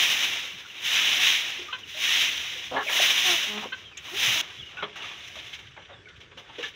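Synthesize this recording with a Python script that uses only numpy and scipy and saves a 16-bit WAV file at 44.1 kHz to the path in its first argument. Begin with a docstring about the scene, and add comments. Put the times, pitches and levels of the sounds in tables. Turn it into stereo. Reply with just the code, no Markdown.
"""Brick shed, dirt floor: a straw broom sweeps grit close to the microphone, then the scene changes to a
farther spot with light dabs and scuffs. The broom is hiss and grain ticks in four registers, driven by
pressure, with loose stones rolling along. Knocked pebbles are resonant rattles; peafowl grunt and cluck as
pulses and puffs through throat resonances; small birds chirp as gliding whistles. The yard murmurs as shaped
noise."""
import sys
import numpy as np
from scipy import signal
from scipy.fft import rfft, irfft, next_fast_len
from scipy.io import wavfile
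from scipy.ndimage import uniform_filter1d

SR = 44100
rng = np.random.default_rng(int(sys.argv[2]) if len(sys.argv) > 2 else 0)


def waveform_to_disk(signal):
    """Save audio, clipped to [-1, 1], as 16-bit WAV at the path in sys.argv[1]."""
    frames = np.transpose(np.atleast_2d(signal))
    scaled = np.clip(frames, -1, 1) * 32767
    samples = np.round(scaled).astype(np.int16)
    wavfile.write(sys.argv[1], SR, samples)


N = 297675

SCENE_CHANGE_S = 4.4135  # the broom is near before this time; then the scene changes to a farther spot
# straw on grit as the microphone colours it, a relative spectrum: [f/Hz, density/dB per Hz]
SCRATCH_SPECTRUM = [(60, -50), (170, -24), (500, -20), (1390, -12), (1840, -3.5), (3000, 3.5), (3790, -1.5),
                    (4460, -20.5), (6000, -13), (8000, -33), (12300, -31), (13850, -37), (14600, -26),
                    (15700, -29)]


def broom():
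    """Strokes, dabs and scuffs set how hard the grit is rubbed; the straws catch and let go unevenly."""
    # Levels are those of the rasp; weight (coarse grit) and brightness (straw tips) are relative to it.
    # pushes and grazes of the near broom: [full at t/s, held/s, level/dB, rise/dB per s, fall/dB per s,
    # weight/dB, brightness/dB]
    strokes = [(-.05, 0.13, -23, 150, 41.5, -17.5, -14), (.3, 0.056, -34, 100, 78, -18, -20),
               (.76, .05, -40, 321, 38, -15.5, -35), (.85, 0.061, -30.5, 500, 44, -32, -13.5),
               (.95, 0.026, -22.5, 133, 36, -18.5, -17.5), (1.2, 0.11, -22.5, 81, 63.5, -21.5, -16),
               (1.45, 0.02, -35.5, 80, 55, -13.5, -20), (1.885, .06, -40, 600, 40, -31, -18.5),
               (2.038, 0.15, -25, 187, 31.5, -20, -16.5), (2.925, 0.074, -31.5, 500, 59, -6, -6),
               (2.988, 0.083, -21, 153, 57, -22, -15.5), (3.258, 0.042, -23, 106, 61.5, -18.5, -13.5),
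               (3.43, 0.035, -36.5, 100, 45, -13.5, -20.5), (4.035, 0.044, -43, 600, 40, -10, -18),
               (4.202, .3, -26, 193, 40, -17, -13.5)]
    # light dabbing at the farther spot, joined by straight lines: [t/s, level/dB, weight/dB, brightness/dB]
    dabs = [(4.42, -41.5, -5.5, -20), (4.62, -47.5, -21, -19), (4.78, -49, -0.5, -23),
            (4.93, -49, -13, -31), (5, -44, -4, -22), (5.16, -45, -12, -20), (5.39, -46.5, -17, -14.5),
            (5.58, -52, -11, -19), (6, -61, -16, -38), (6.44, -59.5, -6, -31), (6.56, -52, -8, -23),
            (6.69, -43.5, -24, -19), (6.72, -60, -18, -29), (6.75, -49, -20, -24)]
    # short scuffs of sandal and straw: [t/s, level/dB, weight/dB, brightness/dB, t60/s]
    scuffs = [(1.784, -41, -6, -15, 0.073), (2.89, -40.5, 4.5, -20, 0.19), (3.572, -24.5, -5.5, -47, 0.073),
              (3.913, -43, 5, -35, 0.038), (3.969, -33.5, -19, -27, 0.16), (4.766, -45, -3, -23, 0.49),
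              (4.8234, -25, -0.5, -65, 0.1), (4.956, -33.5, -6, -17, 0.12), (5.0195, -32.5, -15, -25, .16),
              (5.044, -36.5, -15, -23, 0.4), (5.108, -41, 1.5, -45, 0.065), (5.274, -38.5, -26, -14, 0.12),
              (5.352, -37.5, -8, -20, 0.29), (5.386, -32.5, -22, -21, 0.12),
              (5.529, -36.5, -35.5, -22, 0.18), (5.589, -38, -9, -16, 0.062), (5.668, -44, -16, -36, .086),
              (5.764, -48, 6.5, -43, 0.15), (5.817, -48, -20, -36, 0.13), (5.849, -44, -15, -44, 0.058),
              (5.8906, -53, 6, -44, 0.32), (6.0845, -41, -23, -28, 0.074), (6.157, -48, -25, -22, .11),
              (6.202, -41, -11, -25, 0.13), (6.313, -42, 0, -43, 0.082), (6.372, -42, -4.5, -20, 0.2),
              (6.493, -46, 1.1, -45, 0.094), (6.5545, -43, -15, -31, .11), (6.581, -41, -8, -26, 0.41),
              (6.626, -28, -13, -26, .18)]
    scuff_rise_s = 0.004  # time constant

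    t = np.arange(N) / SR
    near_power = sum(push(t, *row) for row in strokes)
    dab_s, *dab_columns = np.transpose(dabs)
    dab_db = registers_db(*[np.interp(t, dab_s, column) for column in dab_columns])
    power = np.where(t < SCENE_CHANGE_S, near_power, gain_of(2 * dab_db))

    u = np.arange(SR // 2) / SR
    for s, level_db, weight_db, bright_db, t60 in scuffs:
        shape = (1 - np.exp(-u / scuff_rise_s)) * gain_of(-60 * u / t60)
        levels = gain_of(registers_db(level_db, weight_db, bright_db))
        add(power, s, np.outer(levels, shape) ** 2)

    # one shared unevenness, plus a little of its own in each register
    catch_db = 1.38 * wander(5.7) + 0.27 * np.array([wander(10) for _ in range(4)])
    scratch = (grit() * np.sqrt(power) * gain_of(catch_db)).sum(0)

    # the light dabs set more loose stones rolling
    stones_db = -19.0 + 4.5 * (t > SCENE_CHANGE_S)
    # an exponent below 0.5: stones keep rolling under light pressure
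    stones = gain_of(stones_db) * pebbles() * (power[0] + power[1]) ** 0.44
    return scratch + stones


def push(t, s, held_s, level_db, rise_db_per_s, fall_db_per_s, weight_db, bright_db):
    """Power of the four registers for one push of the broom: swell, hold, fall."""
    # slopes of rumble, rasp, rustle and fizz: [factor on the push's own rise or fall]
    rise_pace = [0.83, 1.0, 1, 0.87]
    fall_pace = [.85, 1.0, 1.1, 1.3]  # the straw tips die first
    round_s = 0.06  # averaging span that rounds the corners

    early = np.maximum(s - t, 0)
    late = np.maximum(t - s - held_s, 0)
    drop_db = np.outer(rise_pace, rise_db_per_s * early) + np.outer(fall_pace, fall_db_per_s * late)
    drop_db = uniform_filter1d(drop_db, round(round_s * SR), axis=1, mode="nearest")
    return gain_of(2 * (registers_db(level_db, weight_db, bright_db)[:, None] - drop_db))


def registers_db(level_db, weight_db, bright_db):
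    """Levels of rumble, rasp, rustle and fizz; the rustle follows the straw tips part of the way."""
    rustle_db = level_db - 1.5 + 0.51 * bright_db
    return np.array([level_db + weight_db, level_db, rustle_db, level_db + bright_db])


def grit(ticks_per_s=2500, spread_db=3.5, tick_share=0.35):
    """Countless straw slips make a hiss, bigger grains tick out of it; split into four registers."""
    ticks = gain_of(spread_db * np.minimum(rng.exponential(1, N), 4)) * rng.choice([-1, 1], N)
    ticks *= rng.random(N) < ticks_per_s / SR
    rubbing = tick_share * evened(ticks) + (1 - tick_share) * rng.standard_normal(N)

    size = next_fast_len(N)
    hz = np.fft.rfftfreq(size, 1 / SR)
    spectrum = rfft(rubbing, size) * gain_of(read(SCRATCH_SPECTRUM, hz))
    below = [1 / (1 + (hz / edge_hz) ** 8) for edge_hz in (1400, 4600, 8000)]
    bands = [below[0], below[1] - below[0], below[2] - below[1], 1 - below[2]]
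    return np.array([evened(irfft(spectrum * band, size)[:N]) for band in bands])


def pebbles(per_s=260, spread_db=6.0):
    """Loose stones roll and click, each click ringing a few cycles at one of 30 notes."""
    rolling = np.zeros(N)
    u = np.arange(1500) / SR
    for hz, cycles in zip(np.geomspace(650, 4300, 30), rng.uniform(8, 26, 30)):
        sizes = gain_of(spread_db * np.minimum(rng.exponential(1, N), 3))
        clicks = sizes * (rng.random(N) < per_s / 30 / SR)
        ring = np.sin(2 * np.pi * hz * u) * np.exp(-2 * hz * u / cycles) * (1 - np.exp(-u / 0.0025))
        ring *= gain_of(0.81 * read(SCRATCH_SPECTRUM, hz)) / np.linalg.norm(ring)
        rolling += signal.oaconvolve(clicks, ring)[:N]
    return evened(rolling)


def clack(s, level_db, ring_hz, t60):
    """Two pebbles knocked together: a short rattle of contacts rings one stone note."""
    u = np.arange(SR // 4) / SR
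    rattle = rng.standard_normal(len(u)) * gain_of(-60 * u / t60) * (1 - np.exp(-u / 0.00025))
    width_hz = 60 + 0.12 * ring_hz
    ring = resonate(resonate(rattle, ring_hz, width_hz), ring_hz, width_hz)
    loudness = np.sqrt(np.mean(ring[:round(t60 * SR / 5)] ** 2))  # rms of the opening
    return s, gain_of(level_db) * ring / loudness


def knock(s, level_db, ring_hz, t60):
    """A larger stone is kicked and rings in all its modes at once."""
    # modes of the stone: [multiple of the main ring, level/dB]
    modes = [(.3, -4), (.67, 4), (1.0, 2), (1.92, 8), (3.45, -5)]
    return s, sum(clack(s, level_db + db, ring_hz * multiple, t60)[1] for multiple, db in modes)


def fowl(peak_s, swell_s, fade_s, level_db, first_hz, middle_hz, last_hz, rough,
         throat_first_hz, throat_last_hz, chest_db, beak_db):
    """Windpipe pulses and noise puffs drive a chest tone, a throat resonance and a ring in the beak."""
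    s, level_db, hz = note(peak_s, swell_s, fade_s, level_db, first_hz, middle_hz, last_hz)
    throat_hz = np.linspace(throat_first_hz, throat_last_hz, len(hz))
    jitter = uniform_filter1d(rng.standard_normal(len(hz)), 100)
    turns = np.cumsum(hz * (1 + 1.24 * rough * jitter)) / SR

    harmonics = range(1, round(4200 / hz.mean()) + 1)
    pulses = sum(np.cos(2 * np.pi * k * turns) for k in harmonics)
    breath = (0.9 + np.exp(-(turns % 1) / 0.88)) * rng.standard_normal(len(hz))  # strongest as a turn starts
    puffs = resonate(breath, 1280, 1900)
    drive = (1 - rough) * evened(pulses) + rough * evened(puffs)

    parts = ((0, throat_hz, 600), (chest_db, 300, 450), (beak_db, 2850, 750))  # dB, Hz, width Hz
    voice = sum(gain_of(db) * resonate(resonate(drive, f, width), f, width) for db, f, width in parts)
    return s, gain_of(level_db) * evened(voice) * signal.windows.tukey(len(hz), 0.12)


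def chirp(*row):
    """A small bird's thin whistle, blurred by a share of fluttering noise on the same pitch."""
    s, level_db, hz = note(*row)
    tone = np.sqrt(2) * np.sin(2 * np.pi * np.cumsum(hz) / SR)
    fuzz = resonate(resonate(rng.standard_normal(len(hz)), hz, 110), hz, 110)
    whistle = evened(0.58 * tone + 0.42 * evened(fuzz))
    return s, gain_of(level_db) * whistle * signal.windows.tukey(len(hz), 0.3)


def note(peak_s, swell_s, fade_s, level_db, *pitch_hz):
    """A bird note: level swells to a peak and fades while the pitch glides through evenly spaced values."""
    entry_db, exit_db = -11.5, -12.5  # start and end, relative to the peak
    t = np.arange(-swell_s, fade_s, 1 / SR)
    level = level_db + np.where(t < 0, entry_db * -t / swell_s, exit_db * (t / fade_s) ** 0.91)
    hz = np.interp(t, np.linspace(-swell_s, fade_s, len(pitch_hz)), pitch_hz)
    return peak_s - swell_s, level, hz


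def air():
    """Steady murmur of the yard: shaped noise with patches drifting in time and frequency."""
    # relative spectrum of the murmur: [f/Hz, density/dB per Hz]
    murmur = [(25, -38), (45, -23), (65, 14), (110, 4), (268, -5.5), (400, 1), (900, -21), (1550, -2),
              (3470, -28), (4540, -20), (6110, -20), (8220, -32), (15700, -65)]
    frames, hz = N // 256 + 5, np.fft.rfftfreq(1024, 1 / SR)
    a, b, patches = rng.standard_normal((frames, 513, 3)).T
    patches = evened(uniform_filter1d(uniform_filter1d(patches, 8, 0), 14, 1))
    z = (a + 1j * b) * gain_of(read(murmur, hz)[:, None] + 2.5 * patches)
    return gain_of(-55.5) * evened(signal.istft(z, nperseg=1024, noverlap=768)[1][:N])


def shed(x, wet_db):
    """The direct sound plus sparse wall echoes, each band dying at its own speed."""
    # decay between the brick walls: [f/Hz, t60/s]
    decay = [(200, 0.32), (1500, 0.085), (5000, 0.033), (15000, 0.21)]
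    taps = np.zeros(SR // 2)
    at = np.arange(200, SR // 2 - 20, 20)
    taps[at + rng.integers(0, 20, len(at))] = rng.choice([-1., 1.], len(at))
    hz, t, z = signal.stft(taps, SR, nperseg=256)
    tail = signal.istft(z * gain_of(-60 * t / read(decay, hz)[:, None]), SR, nperseg=256)[1]
    return x + gain_of(wet_db) * signal.fftconvolve(x, tail / np.linalg.norm(tail))[:N]


def farther(x):
    """Distance takes the edge off the broom, and the far corner lifts two bands."""
    # lift of the far corner: [f/Hz, width/Hz, added level/dB]
    corner = [(2220, 110, -6), (3440, 100, -10.5)]
    dull = signal.lfilter(*signal.butter(1, 11000, fs=SR), x)
    near = np.arange(N) < SCENE_CHANGE_S * SR
    placed = np.where(near, x, dull)
    return placed + ~near * sum(gain_of(db) * resonate(placed, hz, width) for hz, width, db in corner)


def gain_of(db):
    """Decibels to a factor."""
    return 10 ** (np.asarray(db) / 20)


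def evened(x):
    """Scales to rms 1."""
    return x / np.sqrt(np.mean(x ** 2) + 1e-20)


def read(points, hz):
    """Reads a table on a log-frequency axis."""
    f, value = np.transpose(points)
    return np.interp(np.log(hz + 1), np.log(f + 1), value)


def add(mix, s, sound):
    """Adds a sound at a time in seconds."""
    part = mix[..., round(s * SR):][..., :sound.shape[-1]]
    part += sound[..., :part.shape[-1]]


def resonate(x, hz, width_hz):
    """A resonance of gain 1 that may move: shift its pitch to zero, smooth, shift back."""
    turn = np.exp(2j * np.pi * np.cumsum(hz * np.ones(len(x))) / SR)
    r = np.exp(-np.pi * width_hz / SR)
    return 2 * (turn * signal.lfilter([1 - r], [1, -r], x / turn)).real


def wander(corner_hz):
    """Slow chance of rms 1: noise drawn 200 times a second and smoothed above a corner."""
    steps = rng.standard_normal(round(N / SR * 200) + 2)
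    smooth = signal.lfilter([1], [1, -np.exp(-2 * np.pi * corner_hz / 200)], steps)
    return evened(np.interp(np.arange(N), np.linspace(0, N, len(steps)), smooth))


def scene():
    """All sources in the shed over the yard murmur; when the scene changes the near echoes stop short."""
    # pebbles knocked together: [t/s, level/dB, ring f/Hz, t60 of the rattle/s]
    clacks = [(.355, -49, 566, 0.07), (0.533, -50.5, 3000, 0.033), (0.649, -48, 1360, 0.043),
              (0.7, -41, 2830, 0.056), (1.59, -46.5, 380, .15), (2.553, -51.5, 500, .083),
              (2.86, -44, 620, 0.41), (2.868, -33, 2380, 0.095), (2.879, -29, 2240, 0.086),
              (2.891, -34.5, 1740, 0.13), (2.926, -27.5, 3040, 0.087), (2.996, -27.5, 660, 0.038),
              (3.655, -39, 480, 0.03), (3.973, -40, 6550, .03), (4.274, -42.5, 106, 0.1),
              (4.769, -42, 2620, 0.14), (5.015, -44, 2740, .15), (5.04, -41, 1280, .05),
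              (5.365, -48.5, 670, 0.12), (5.9, -50.5, 573, .12), (6.37, -56, 500, 0.22),
              (6.49, -53, 865, 0.059), (6.582, -38, 463, 0.076), (6.637, -35.5, 1710, 0.13)]
    # a larger stone kicked: [t/s, level/dB, main ring f/Hz, t60 of the rattle/s]
    knocks = [(4.826, -44, 628, .11), (5.772, -58, 850, 0.091)]
    # peafowl: [peak t/s, swell/s, fade/s, peak level/dB, first, middle and last pitch f/Hz,
    # roughness 0-1, first and last throat f/Hz, chest tone/dB, beak ring/dB]
    calls = [(1.732, 0.0084, 0.037, -27.5, 492, 519.5, 490, 0.24, 1230, 1480, -16.5, 1),
             (2.78, .07, 0.052, -25.5, 244.9, 276.7, 265, 0.5, 500, 1030, -47, -13),
             (2.77, 0.011, 0.07, -26, 406, 441, 407, 0.29, 1650, 1650, -10, -13.5),
             (3.3, .055, 0.067, -32, 377, 356, 330, 0.2, 690, 656, -4, -20),
             (3.58, 0.11, 0.059, -35.5, 211.5, 209, 215.6, 0.088, 606, 1030, 5.5, -23),
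             (3.639, 0.034, 0.038, -36.5, 305, 272, 237, 0.65, 890, 696, -6, -20),
             (3.73, .01, 0.022, -27, 520, 526, 495, 0.24, 1560, 1530, -20, -3),
             (4.14, 0.027, 0.036, -40.5, 312, 387, 453, 0.17, 650, 420, 16, -25),
             (4.38, 0.027, 0.045, -38, 323, 318, 335, 0.12, 644, 640, -3, -25)]
    # peeps of small birds and chicks: [peak t/s, swell/s, fade/s, peak level/dB,
    # first, middle and last pitch f/Hz]
    peeps = [(1.693, 0.013, .025, -37, 1240, 1213, 1170), (1.838, .015, 0.019, -40, 3300, 2850, 2400),
             (1.948, .006, 0.049, -46.5, 613, 620, 630), (3.863, 0.023, 0.049, -44, 3340, 3200, 2960),
             (3.956, 0.047, 0.018, -47, 2800, 2410, 2220), (4.09, 0.055, 0.0298, -51, 1756, 1126, 700),
             (4.6, .008, .02, -37.5, 3500, 3310, 3100), (4.634, .012, .02, -39.5, 3010, 2880, 2770),
             (4.672, .01, .03, -42, 2960, 2870, 2790), (4.789, .022, 0.037, -34.5, 1480, 1468, 1360),
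             (5.92, 0.022, 0.12, -53, 3980, 3390, 3370), (6.058, .006, 0.056, -46.5, 2280, 2124, 2060),
             (6.076, 0.011, .045, -50, 1560, 1413, 1480)]

    mix = farther(broom())
    for play, table in ((clack, clacks), (knock, knocks), (fowl, calls), (chirp, peeps)):
        for row in table:
            add(mix, *play(*row))
    near = np.arange(N) < SCENE_CHANGE_S * SR
    heard = near * shed(mix * near, wet_db=-8.5) + shed(mix * ~near, wet_db=-6.5) + air()
    return np.array([heard, heard])


def record(dry):
    """One microphone on both channels, weak in the deepest bass, with a steep upper band limit."""
    thin = signal.sosfilt(signal.butter(2, 58, "high", fs=SR, output="sos"), dry)
    band_limit = signal.firwin(1023, 15750, window=("kaiser", 9), fs=SR)
    return signal.oaconvolve(thin, band_limit[None], "same")


dry = scene()
out = record(dry)
waveform_to_disk(out)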